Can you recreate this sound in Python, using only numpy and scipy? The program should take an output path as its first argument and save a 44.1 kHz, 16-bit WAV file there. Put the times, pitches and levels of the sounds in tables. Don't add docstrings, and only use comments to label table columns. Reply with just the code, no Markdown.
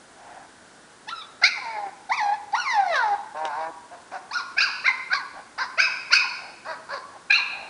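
import sys
import numpy as np
from scipy import signal
from scipy.fft import rfft, irfft, next_fast_len
from scipy.io import wavfile
from scipy.ndimage import uniform_filter1d, map_coordinates

SR = 44100
rng = np.random.default_rng(int(sys.argv[2]) if len(sys.argv) > 2 else 0)


def master(y):
    cut = np.clip(np.atleast_2d(y).T, -1, 1)
    pcm = np.round(cut * 32767)
    wavfile.write(sys.argv[1], SR, pcm.astype(np.int16))


N = 339129

# roughness_0_to_1, mouth_hz, mouth_lift_db, upper_hz, upper_lift_db, reverb_db
YIPS = [(1.434, .05, 0.0047, 1330, 1750, -16.5, 6.5, 2.5, 1478, 1270, 0.034, 0.1, -35.5, 12, 0.23, 2280, 24, 4370, 8, -10),
        (4.569, .033, 0.017, 1456, 1828, -17.5, -1, 6.5, 1215, 1686, .026, 0.066, -18, 5, 0.5, 2510, 21.5, 4910, 14.5, -4),
        (4.844, .031, .023, 1165, 1665, -17.5, 1.5, 5, 1036, 1043, 0.014, 0.0093, -14, 5.5, 0.05, 2120, 25, 4100, 8, -7.5),
        (5.105, .036, 0.034, 1341, 1634, -15, -9.5, 6.5, 1086, 1141, 0.015, 0.073, -22.5, 5.5, 0.59, 2080, 10.5, 4300, 8.5, -10.5),
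        (5.778, .035, .025, 1236, 1702, -13.5, -1, 2.5, 1265, 1278, 0.032, 0.058, -21, 4, .3, 2370, 24.5, 4810, 11.5, -4),
        (6.108, .042, 0.031, 1027, 1739, -11, -6.5, 0, 1265, 1238, 0.05, 0.053, -18, 4, 0.54, 2406, 23, 4720, 14, -6.5),
        (7.301, .021, 0.0079, 1600, 1683, -16, 4, 7, 1183, 1402, 0.036, .045, -15, 2, 0.4, 2580, 30, 4030, 10.5, -4.5)]
# time_s, pitch_hz, level_db, rolloff_db_per_octave
WHIMPER = [(1.075, 828, -42.5, 1), (1.089, 890, -32.5, -4), (1.11, 1310, -40, 14.5), (1.135, 1370, -28, 21),
           (1.158, 1298, -41.5, 3), (1.205, 1290, -38.5, 4.5), (1.225, 1150, -37.5, 9.5),
           (1.245, 1185, -49.5, 12)]
MOAN = [(1.555, 491, -48, 5.5), (1.59, 404.6, -34.5, 6.1), (1.603, 423, -56, 6), (1.615, 534, -38.5, 5.6),
        (1.66, 457, -33.5, 6.7), (1.715, 452.6, -36.5, 4.3), (1.77, 425, -31, 8.2), (1.872, 393, -34, 10.5),
        (1.895, 380, -40.5, 10)]
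SHORT_WHINE = [(2.094, 810, -37.5, 2.8), (2.102, 708, -27.5, 2.5), (2.114, 872, -20.5, 8.6),
               (2.128, 1090, -22, 1.5), (2.157, 1339, -39, 3.5), (2.18, 1152, -27.5, 1),
               (2.212, 849, -24.5, 5), (2.255, 816, -21.5, 5.5), (2.313, 810.6, -18.5, 6.3),
               (2.347, 862, -27, 5)]
LONG_WHINE = [(2.526, 758, -36, -2), (2.541, 840, -21, 8.6), (2.553, 1007, -20.5, 3),
              (2.564, 1322, -32, 1.5), (2.595, 1490, -25, 0.5), (2.638, 1308, -38.5, 1),
              (2.667, 1107, -25.5, 2), (2.75, 881.5, -24, 0), (2.793, 800, -16, 7), (2.87, 725, -30.5, 4),
              (2.93, 648.7, -22, 3), (2.957, 561, -23.5, 2), (2.987, 510, -22.5, 6.5),
              (3.05, 432, -23, 5.5), (3.128, 398.7, -24, 5.8), (3.15, 415, -26.5, 9)]
GRUMBLE = [(3.35, 294.2, -37, 17.4), (3.375, 308.3, -32.5, 9.1), (3.445, 318, -30.5, 15),
           (3.53, 284, -35, 10), (3.585, 317.5, -30.5, 12.5), (3.665, 323, -33.5, 11.7),
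           (3.705, 332, -39, 26)]
HIGH_SQUEAK = [(4.313, 824, -31.5, 11.5), (4.327, 1100, -34.5, 8), (4.345, 1344, -30.5, 2),
               (4.358, 1461, -23.5, 15), (4.373, 1441, -20.5, 8), (4.384, 1300, -33, 8),
               (4.412, 984, -33.5, 8)]
# contour, jaws_shut, roughness_0_to_1, halves_db, mouth_hz, mouth_lift_db, reverb_db
WHINES = [(WHIMPER, True, .12, -28.5, 3360, 24, -11.5), (MOAN, True, 0.35, -11, 2100, 11.3, -12),
          (SHORT_WHINE, True, .15, -39, 2090, 12, -12.5), (LONG_WHINE, True, 0.14, -29.5, 1850, 9.7, -11),
          (HIGH_SQUEAK, False, 0.39, -31, 5100, 6.5, -7.5), (GRUMBLE, False, 0.11, -1.5, 856, 18.6, -13.5)]
# start_s, length_s, crest_hz, pitch_sag_0_to_1, level_db, roughness_0_to_1, halves_db,
# rolloff_db_per_octave, mouth_hz, mouth_lift_db, reverb_db
GRUNTS = [(1.418, 0.014, 834, 0.21, -25.5, 0.8, -18, 8.5, 820, 9, -18),
          (3.914, 0.042, 362, 0.11, -40, 0.4, -6, 13.5, 700, 14.5, -5.5),
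          (4.118, 0.061, 396.2, 0.32, -33.5, 1, -8, 9.5, 716, 18, -8.5),
          (5.581, 0.065, 1057, 0.31, -28.5, 0.9, 1, 12.5, 4950, 12.5, -8.5),
          (6.652, 0.096, 661.4, 0.26, -34.5, 0.76, -1.5, 14, 4570, 15, -7.5),
          (6.893, 0.087, 570.7, .2, -31, 0.7, -11, 12, 4500, 14.5, -8)]
# centre_s, length_s, level_db
SNUFFLES = [(0.325, 0.36, -44), (5.382, 0.11, -42), (6.464, 0.24, -45), (7.157, 0.056, -44),
            (7.611, .26, -41.5)]
# freq_hz, gain_db
OPEN_JAWS_EQ = [(150, -54), (440, -29.5), (610, -7), (820, -7), (1080, 3.5), (1250, -9.5), (1500, 10),
                (1900, -2), (2500, -0.5), (3250, -15), (3900, 1), (4750, 1), (6100, -1), (7000, -21.5)]
SHUT_JAWS_EQ = [(150, -55), (400, -27), (510, -32), (620, -11), (810, 4.5), (1040, -7.5), (1270, -17),
                (1480, -7), (1630, -14.5), (1900, -8), (2400, -21.5), (2850, -23.5), (3200, -29.5),
                (3750, -14), (5150, -19.5), (5800, -19.5), (7000, -41.5)]
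NOSE_EQ = [(400, -22.5), (800, 3), (1150, -15.5), (1550, -9), (2200, -19.5), (7000, -51)]
# start_s, relative_level_db
TAPS = [(3.453, -17.5)]
# freq_hz, gain_db
TAP_EQ = [(130, -48), (500, 1), (1500, -5), (4300, -9.5), (10000, -33)]
# freq_hz, t60_s
REVERB_DECAY = [(200, 0.76), (900, 0.87), (2500, 0.9), (5000, 0.9), (9000, 0.41)]
# freq_hz, gain_db
REVERB_EQ = [(300, -3.5), (800, -2.5), (1050, 6), (1500, -3.5), (2500, -1), (4500, -3.5), (8000, 1.5)]
# freq_hz, gain_db
HUSH_EQ = [(15, -42.5), (25, -18.5), (119, -9.5), (273, -4), (486, -6), (565, -6), (846, -4.5), (1260, -9),
           (1470, -3.5), (2430, -16.5), (2970, -16), (4800, -16.5), (10200, -19), (13300, -49),
           (22000, -120)]


def dog():
    track = np.zeros(N)
    for (start, sound), reverb_db in [*whines(), *grunts(), *yips()]:
        add(track, start, room(sound, reverb_db))
    return track + snuffles()


def yips(break_s=0.00498, end_hz=781, clear_halves_db=-24.5):
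    for (s, rise, swell, first_hz, top_hz, db, halves_db, rolloff, clear_hz, held_hz, hold, fall,
         clear_db, clear_rolloff, rough, *resonances, reverb_db) in YIPS:
        peak = min(swell / rise, 1)
        peak_hz = first_hz + peak * (top_hz - first_hz)
        clear_s = s + rise + break_s
        contour = [
            (s, first_hz, db - 18.5, rolloff + 13.5, halves_db),
            (s + peak * rise, peak_hz, db, rolloff, halves_db),
            (s + rise, top_hz, db - 17, rolloff, halves_db),
            (clear_s, clear_hz, clear_db, clear_rolloff, clear_halves_db),
            (clear_s + hold, held_hz, clear_db - 4, clear_rolloff, clear_halves_db),
            (clear_s + hold + fall, end_hz, clear_db - 23.5, 19, clear_halves_db)]
        yield voice(contour, rough, (OPEN_JAWS_EQ, *resonances), rasp_db=-11), reverb_db


def whines():
    for points, jaws_shut, rough, halves_db, mouth_hz, lift_db, reverb_db in WHINES:
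        contour = [(*point, halves_db) for point in points]
        mouth = (SHUT_JAWS_EQ if jaws_shut else OPEN_JAWS_EQ, mouth_hz, lift_db)
        yield voice(contour, rough, mouth, pitch_follow=0.4), reverb_db


def grunts(edge_drop_db=7.5):
    progress = np.linspace(0, 1, num=9)
    droop = (2 * progress - 1) ** 2
    for s, length, hz, sag, db, rough, halves_db, rolloff, mouth_hz, lift_db, reverb_db in GRUNTS:
        contour = [(s + length * x, hz * (1 - sag * d), db - edge_drop_db * d, rolloff, halves_db)
                   for x, d in zip(progress, droop)]
        yield voice(contour, rough, (OPEN_JAWS_EQ, mouth_hz, lift_db)), reverb_db


def voice(contour, rough, mouth, rasp_db=-12, pitch_follow=0, fade_s=0.0044, shimmer_db=1.5):
    times, *controls = np.transpose(contour)
    t = np.arange(times[0] - fade_s, times[-1] + fade_s, 1 / SR)
    size = len(t)
    hz, db, rolloff, halves_db = [np.interp(t, times, control) for control in controls]
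    jitter = (.005 + .035 * rough) * wobble(650, size)
    pitch = uniform_filter1d(hz, size=90) * (1 + jitter)
    phase = 2 * np.pi * np.cumsum(pitch) / SR
    orders = np.arange(1, 21)
    eq, mouth_hz, *lifts = mouth
    moving_mouth = (eq, mouth_hz * (hz / hz.mean()) ** pitch_follow, *lifts)
    tone = partials(orders, pitch, phase, moving_mouth, rolloff)
    tone += amp(halves_db) * partials(orders - .5, pitch, phase, moving_mouth, rolloff)
    puffs = rng.standard_normal(size) * (1 + np.cos(phase))
    breath = filtered(puffs, lambda f: tract(f, *mouth) * amp(-rolloff.mean() * np.log2(1 + f / hz.mean())))
    rasp = rough * amp(rasp_db) * unit(breath)
    fade = np.clip(np.minimum(t - t[0], t[-1] - t) / fade_s, 0, 1)
    level = amp(db + shimmer_db * wobble(160, size))
    return t[0], (tone + rasp) * fade * level


def partials(orders, pitch, phase, mouth, rolloff):
    size = len(pitch)
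    hz = orders[:, None] * pitch
    flutter_db = np.array([2.5 * wobble(170, size) + 3 * wobble(22, size) for _ in orders])
    octaves_up = np.log2(np.maximum(orders[:, None], 1))
    weight = tract(hz, *mouth) * amp(flutter_db - rolloff * octaves_up)
    weight /= np.linalg.norm(weight, axis=0)
    start_phase = rng.uniform(0, 2 * np.pi, (len(orders), 1))
    fray = hz / 6000 * np.array([wobble(380, size) for _ in orders])
    return np.sqrt(2) * np.sum(weight * np.sin(orders[:, None] * phase + start_phase + fray), axis=0)


def tract(hz, eq, mouth_hz, lift_db, upper_hz=4800, upper_db=0):
    def lift(centre_hz, db, q):
        detune = hz / centre_hz - centre_hz / (hz + 1)
        return 1 + (amp(db) - 1) / (1 + (q * detune) ** 2)
    return amp(along(eq, hz)) * lift(mouth_hz, lift_db, q=6.2) * lift(upper_hz, upper_db, q=6)


def snuffles():
    track = np.zeros(N)
    for centre_s, length, db in SNUFFLES:
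        size = int(length * SR)
        swell = np.sin(np.linspace(0, np.pi, size))
        add(track, centre_s - length / 2, amp(db) * swell * noise(NOSE_EQ, size))
    return track


def tap(t60_s=0.014, lead_s=0.01):
    track = np.zeros(N)
    t = np.arange(SR // 10) / SR - lead_s
    for s, db in TAPS:
        envelope = 2 * (t >= 0) * amp(db + 5 - 60 * abs(t) / t60_s)
        crack = envelope * rng.standard_normal(len(t))
        knock = filtered(crack, lambda hz: amp(along(TAP_EQ, hz)))
        add(track, s - lead_s, room(knock, reverb_db=-27))
    return track


def room(x, reverb_db, build_s=0.0061, echo_count=14):
    hz, t, wash = signal.stft(rng.standard_normal(SR), SR, nperseg=256)
    decay = amp(along(REVERB_EQ, hz)[:, None] - 60 * t / along(REVERB_DECAY, hz)[:, None])
    build = 1 - np.exp(-t / build_s)
    tail = signal.istft(wash * decay * build, SR, nperseg=256)[1]
    polarity = rng.choice([-1, 1], echo_count)
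    delays_s = rng.uniform(.002, .028, echo_count)
    early = np.zeros(len(tail))
    early[(SR * delays_s).astype(int)] = .6 * polarity / np.sqrt(echo_count)
    early = signal.lfilter(*signal.butter(1, 2200, "high", fs=SR), early)
    response = amp(reverb_db) * tail / np.linalg.norm(tail) + early
    response[0] = 1
    return signal.fftconvolve(x, response)


def hush(level_db=-50.5):
    return amp(level_db) * noise(HUSH_EQ, N)


def amp(db):
    return 10 ** (np.asarray(db) / 20)


def unit(x):
    return x / np.sqrt(np.mean(x ** 2) + 1e-20)


def along(points, hz):
    freqs, values = np.transpose(points)
    return np.interp(np.log(hz + 1), np.log(freqs), values)


def wobble(rate, size):
    knots = rng.standard_normal(int(size * rate / SR) + 4)
    return map_coordinates(knots, [np.arange(size) * rate / SR])


def filtered(x, gain):
    padded = next_fast_len(len(x) + SR // 4)
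    return irfft(rfft(x, padded) * gain(np.fft.rfftfreq(padded, 1 / SR)), padded)[:len(x)]


def noise(eq, size):
    return unit(filtered(rng.standard_normal(size), lambda hz: amp(along(eq, hz))))


def add(track, s, x):
    start = round(s * SR)
    track[start:start + len(x)] += x[:N - start]


def scene():
    return (dog() + tap() + hush())[None]


def record(dry, ceiling=1.25, top_hz=10250):
    rounded = ceiling * np.tanh(dry / ceiling)
    return np.array([filtered(x, lambda hz: hz < top_hz) for x in rounded])


dry = scene()
out = record(dry)
master(out)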